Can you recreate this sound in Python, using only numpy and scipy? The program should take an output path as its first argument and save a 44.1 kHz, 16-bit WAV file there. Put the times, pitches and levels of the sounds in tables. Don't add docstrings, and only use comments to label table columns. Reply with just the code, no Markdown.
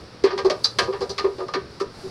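import sys
import numpy as np
from scipy import signal
from scipy.fft import rfft, irfft
from scipy.io import wavfile

SR = 44100
rng = np.random.default_rng(int(sys.argv[2]) if len(sys.argv) > 2 else 0)


def write(x):
    x = np.atleast_2d(x).T
    wavfile.write(sys.argv[1], SR, np.round(np.clip(x, -1, 1) * 32767).astype(np.int16))


N = 92610

# low wall, middle wall, clack, metal ring, sizzle. # Most rows strike the wall;
# the row at 1.094 s, with its high note, is a light tick on the rim.
STICK_KNOCKS = [ (.238, 0.019, 1085, -30.5, -31.5, -33.5, -33, -50.5),
                (0.264, 0.029, 1092, -37.5, -34.5, -36, -47, -78),
                (.303, 0.038, 1120, -39, -35.5, -40, -41.5, -84),
                (.377, 0.023, 1132, -32.5, -31.5, -35, -35, -54.5),
                (.447, .020, 1098, -27, -32.5, -44, -37, -56),
                (.499, 0.011, 612, -24, -30.5, -33.5, -30, -48.5),
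                (.638, 0.014, 4700, -57, -48, -65, -44, -48),
                (0.644, 0.012, 1306, -42.5, -39, -40.5, -23.5, -41.5),
                (0.7861, 0.0083, 1100, -28, -26, -22.5, -23.5, -37),
                (.822, 0.029, 1094, -36, -35, -45, -38, -57), (0.873, 0.016, 510, -32, -42, -55, -54, -74),
                (.927, 0.027, 1161, -39, -36, -42.5, -46.5, -78),
                (1.007, 0.028, 490, -29.5, -36.5, -45, -38, -55.5),
                (1.094, 0.021, 5940, -39.5, -47.5, -52, -35, -50),
                (1.180, 0.017, 1204, -38.5, -30, -32, -30.5, -51.5),
                (1.242, .024, 1068, -31, -34, -43, -48.5, -66),
                (1.382, 0.041, 586, -36.5, -47, -51.5, -48, -76),
                (1.401, 0.014, 1218, -37, -37, -53, -60, -77),
                (1.483, 0.008, 1190, -43, -35, -50.5, -47, -65),
                (1.537, 0.014, 1183, -34, -28.5, -32, -33.5, -55.5),
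                (1.7995, 0.019, 1309, -37, -32.5, -43, -39.5, -52.5)]
KNOCK_BANDS_HZ = [440, 900, 1450, 3400, 6200, 15000]
# start in seconds, pitch in Hz, level in dB, push time in seconds.
BOTTOM_THUMPS = [ (0.2395, 392, -3.5, 0.0042), (0.268, 385, -22, 0.002), (0.32, 393, -20.5, 0.022),
                 (0.349, 380, -24, 0.019), (0.383, 393, -30, 0.034), (0.445, 377.2, -9, 0.023),
                 (0.507, 413, -25, 0.019), (0.786, 388, -20, 0.0046), (0.808, 367.5, -22, 0.012),
                 (0.879, 378, -18.5, 0.024), (0.926, 403, -23, 0.0156), (1.002, 387.6, -23.5, 0.031),
                 (1.097, 392, -27, 0.015), (1.171, 401, -34, 0.042), (1.24, 388.8, -11.5, 0.016),
                 (1.272, 400, -17, 0.01), (1.383, 376, -25.5, 0.0039), (1.401, 369.6, -25.5, 0.043),
                 (1.542, 399, -27, .008), (1.558, 383, -19.5, 0.019), (1.808, 392.7, -15.5, 0.0073),
                 (2.035, 377, -28, 0.031)]
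# start in seconds, level in dB.
RIM_PINGS = [(0.6422, -18), (1.1, -38.5)]
CAN_JOLTS = [(0.242, -37), (0.5, -38.5), (.880, -41), (1.030, -42.5), (1.243, -48), (1.551, -36),
             (1.805, -40)]
# time in seconds, level in dB.
WIPE_LEVELS = [(0, -55), (.2, -71), (.6, -50), (.86, -53), (1.15, -52.5), (1.30, -56.5), (1.42, -53),
               (1.63, -79), (1.71, -55), (1.78, -57), (1.88, -65), (1.95, -51), (2.02, -46.5),
               (2.10, -47.5)]

# pitch in Hz, level in dB, seconds to fade by 60 dB (called T60).
WALL_MODES = [(462, -4, 0.12), (556.3, -12, 0.13), (634, -8.5, 0.059), (775.4, -11, 0.094), (940, -22, .14),
              (974, -8.5, 0.11), (1112.4, 4.5, 0.076), (1176.6, 0.5, 0.098), (1219, -2.5, 0.13),
              (1301, -12.5, 0.14), (1527, -19, 0.28), (1842, -11, 0.15), (2137, -11.5, 0.089),
              (4190, -4, 0.12)]
BOTTOM_SIDE_MODES = [(267, -10, .05), (345, 1, 0.054), (448, -13, 0.017)]
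RIM_MODES = [(3617, -13, .09), (4000, -5, .11), (4298, -8, .07), (4574, -2, .05), (4702, 0, .08),
             (4812, -8, .06), (5256, -10, .09), (5900, -14, .08), (7000, -22, .07), (10800, -24, .05)]
BODY_MODES = [(176.4, -10.5, 0.36), (219.3, 10, .1), (300, 18, 0.031)]

# frequency in Hz, boost or cut in dB.
SHEET_COLOUR = [(300, -6.5), (600, -7), (900, -7), (1170, -10.5), (1430, -8), (1600, -1), (2050, -3),
                (2350, -4), (3000, -8.5), (3700, -7), (4650, 5.5), (5400, -2), (6300, -11), (8000, -13.5),
                (10500, -18.5), (15000, -46.5)]
TICK_COLOUR = [(500, -17), (2500, -11), (4700, 0), (6500, -8), (10500, -17), (15000, -27)]
PING_COLOUR = [(500, -30), (2500, -19), (3700, 5.5), (5500, 9), (7500, -13), (11000, 2), (13000, -17),
               (16000, -23)]
PAINT_COLOUR = [(300, -11), (600, 7.5), (1200, 1), (3000, -11), (4700, 5), (6500, -9.5), (10500, -13.5),
                (15000, -33)]
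ECHO_COLOUR = [(200, -2.5), (400, 4.5), (1000, -1.5), (2500, -6), (4700, -7.5), (10000, -7.5)]
AIR_COLOUR = [(20, -6), (35, -21), (60, 0), (100, 0), (160, -0.5), (260, -4), (450, -2.5), (750, -13.5),
              (1200, -12), (2000, -18.5), (3200, -23), (4700, -15.5), (5500, -19.5), (6500, -35),
              (8000, -36.5), (10500, -37), (12500, -55.5), (16000, -49)]

CHATTER_PER_S, CHATTER_SCATTER_DB, FIRST_CLICK = 1300, 2.5, 1.86
TICK_DB, TICK_T60_S, SHEET_T60_S = 2, 0.0097, 0.068
MODES_DB, NOTE_DB, NOTE_T60_S = -5, -10.5, 0.1
MODE_SCATTER_DB, MODE_DETUNE = 2, 0.0059
BOTTOM_T60_S, BOTTOM_LATE_T60_S = 0.056, 0.26
BOTTOM_LATE_DB, BOTTOM_SIDE_DB = -31, -15.5
RIM_ATTACK_S, RADIATION_HZ = 0.0008, 129
ROOM_DB, ROOM_T60_S, ROOM_RISE_S, BOTTOM_ROOM_SHARE = -9, 0.2, 0.0061, 0.45
AIR_DB, HUM_HZ, HUM_DB = -42.5, 115.1, -54
RUMBLE_WAVER_DB, RUMBLE_WAVER_HZ, RUMBLE_EDGE_HZ = 3.5, 16.5, 500
TOP_HZ = 15800
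RING_S = np.arange(SR // 2) / SR
ONSET = SR * 3 // 100


def wall_knocks():
    out, n = np.zeros(N), len(RING_S)
    bands = [signal.butter(4, edges, "band", fs=SR, output="sos")
             for edges in zip(KNOCK_BANDS_HZ, KNOCK_BANDS_HZ[1:])]
    for at, drag, note_hz, *levels_db in STICK_KNOCKS:
        contact = np.exp(-(RING_S / drag) ** 2)
        slips = rng.random(n) < CHATTER_PER_S / SR
        force = slips * gain(CHATTER_SCATTER_DB * rng.standard_normal(n)) * contact
        force[0] = FIRST_CLICK
        energy = np.abs(signal.fftconvolve(force ** 2, fade(SHEET_T60_S) ** 2)[:n])
        sheet = unit(colour(np.sqrt(energy) * rng.standard_normal(n), SHEET_COLOUR), ONSET)
        build_up = np.sqrt(np.cumsum(contact) / contact.sum())
        modes = gain(MODES_DB) * unit(ring(WALL_MODES) * build_up, ONSET)
        note = gain(NOTE_DB) * unit(ring([(note_hz, 0, NOTE_T60_S)]) * build_up, ONSET)
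        tick = gain(TICK_DB) * unit(colour(rng.standard_normal(n), TICK_COLOUR)) * fade(TICK_T60_S)
        knock = tick + sheet + modes + note
        for band, db in zip(bands, levels_db):
            add(out, at, gain(db) * unit(signal.sosfilt(band, knock), ONSET))
    return out


def bottom_thumps():
    out = np.zeros(N)
    decay = fade(BOTTOM_T60_S) + gain(BOTTOM_LATE_DB) * fade(BOTTOM_LATE_T60_S)
    for at, hz, db, push_s in BOTTOM_THUMPS:
        push = np.clip((push_s - RING_S) * SR, 0, 1)
        swell = signal.fftconvolve(push, decay)[:len(decay)]
        note = swell / swell.max() * np.sin(2 * np.pi * hz * RING_S)
        side_tones = gain(BOTTOM_SIDE_DB) * ring(BOTTOM_SIDE_MODES) * np.minimum(RING_S / push_s, 1)
        add(out, at, gain(db) * (note + side_tones))
    return out


def rim_pings():
    out = np.zeros(N)
    for at, db in RIM_PINGS:
        ping = colour(ring(RIM_MODES) * rise(RIM_ATTACK_S), PING_COLOUR)
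        add(out, at, gain(db) * unit(ping, ONSET))
    return out


def can_jolts():
    out = np.zeros(N)
    soft_start = 1 - fade(0.066)
    for at, db in CAN_JOLTS:
        add(out, at, gain(db) * unit(ring(BODY_MODES) * soft_start, ONSET))
    return signal.sosfilt(signal.butter(4, RADIATION_HZ, "high", fs=SR, output="sos"), out)


def paint_wipe():
    times, levels_db = np.array(WIPE_LEVELS).T
    swell = gain(np.interp(np.arange(N) / SR, times, levels_db))
    return swell * unit(colour(rng.standard_normal(N), PAINT_COLOUR))


def room_echo(x):
    tail = colour(rng.standard_normal(len(RING_S)), ECHO_COLOUR) * fade(ROOM_T60_S) * rise(ROOM_RISE_S)
    tail /= np.sqrt(np.sum(tail ** 2))
    return gain(ROOM_DB) * signal.fftconvolve(x, tail)[:N]


def ventilation():
    air = unit(colour(rng.standard_normal(N), AIR_COLOUR))
    rumble = signal.sosfiltfilt(signal.butter(2, RUMBLE_EDGE_HZ, fs=SR, output="sos"), air)
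    air += rumble * (gain(RUMBLE_WAVER_DB * drift(RUMBLE_WAVER_HZ)) - 1)
    hum = np.sin(2 * np.pi * HUM_HZ * np.arange(N) / SR + 0.3 * drift(hz=1.9))
    hum *= gain(3.6 * drift(hz=2))
    return gain(AIR_DB) * air + gain(HUM_DB) * unit(hum)


def ring(modes):
    out = np.zeros(len(RING_S))
    for hz, db, t60 in modes:
        level = gain(db + MODE_SCATTER_DB * rng.standard_normal())
        pitch = hz * (1 + MODE_DETUNE * rng.standard_normal())
        out += level * fade(t60) * np.sin(2 * np.pi * (pitch * RING_S + rng.random()))
    return out


def colour(x, points):
    hz, db = np.array(points, float).T
    size = 4096
    freqs = np.maximum(np.fft.rfftfreq(size, 1 / SR), 1)
    curve = gain(np.interp(np.log(freqs), np.log(hz), db))
    cepstrum = irfft(np.log(curve))
    cepstrum[1:size // 2] *= 2
    cepstrum[size // 2 + 1:] = 0
    response = irfft(np.exp(rfft(cepstrum)))
    return signal.fftconvolve(x, response)[:len(x)]


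def gain(db):
    return 10 ** (np.asarray(db) / 20)


def unit(x, count=N):
    return x / np.sqrt(np.mean(x[:count] ** 2) + 1e-18)


def fade(t60):
    return np.exp(-np.log(1000) * RING_S / max(t60, 1e-3))


def rise(seconds):
    return 1 - np.exp(-(RING_S / seconds) ** 2)


def drift(hz):
    return unit(signal.sosfilt(signal.butter(2, hz, fs=SR, output="sos"), rng.standard_normal(N)))


def add(out, at, x):
    start = int(at * SR)
    out[start:start + len(x)] += x[:N - start]


def scene():
    can = wall_knocks() + rim_pings() + can_jolts() + paint_wipe()
    thumps = bottom_thumps()
    echo = room_echo(can + BOTTOM_ROOM_SHARE * thumps)
    return (can + thumps + echo + ventilation())[None]


def record(dry):
    return signal.sosfilt(signal.ellip(8, .2, 70, TOP_HZ, fs=SR, output="sos"), dry)


dry = scene()
out = record(dry)
write(out)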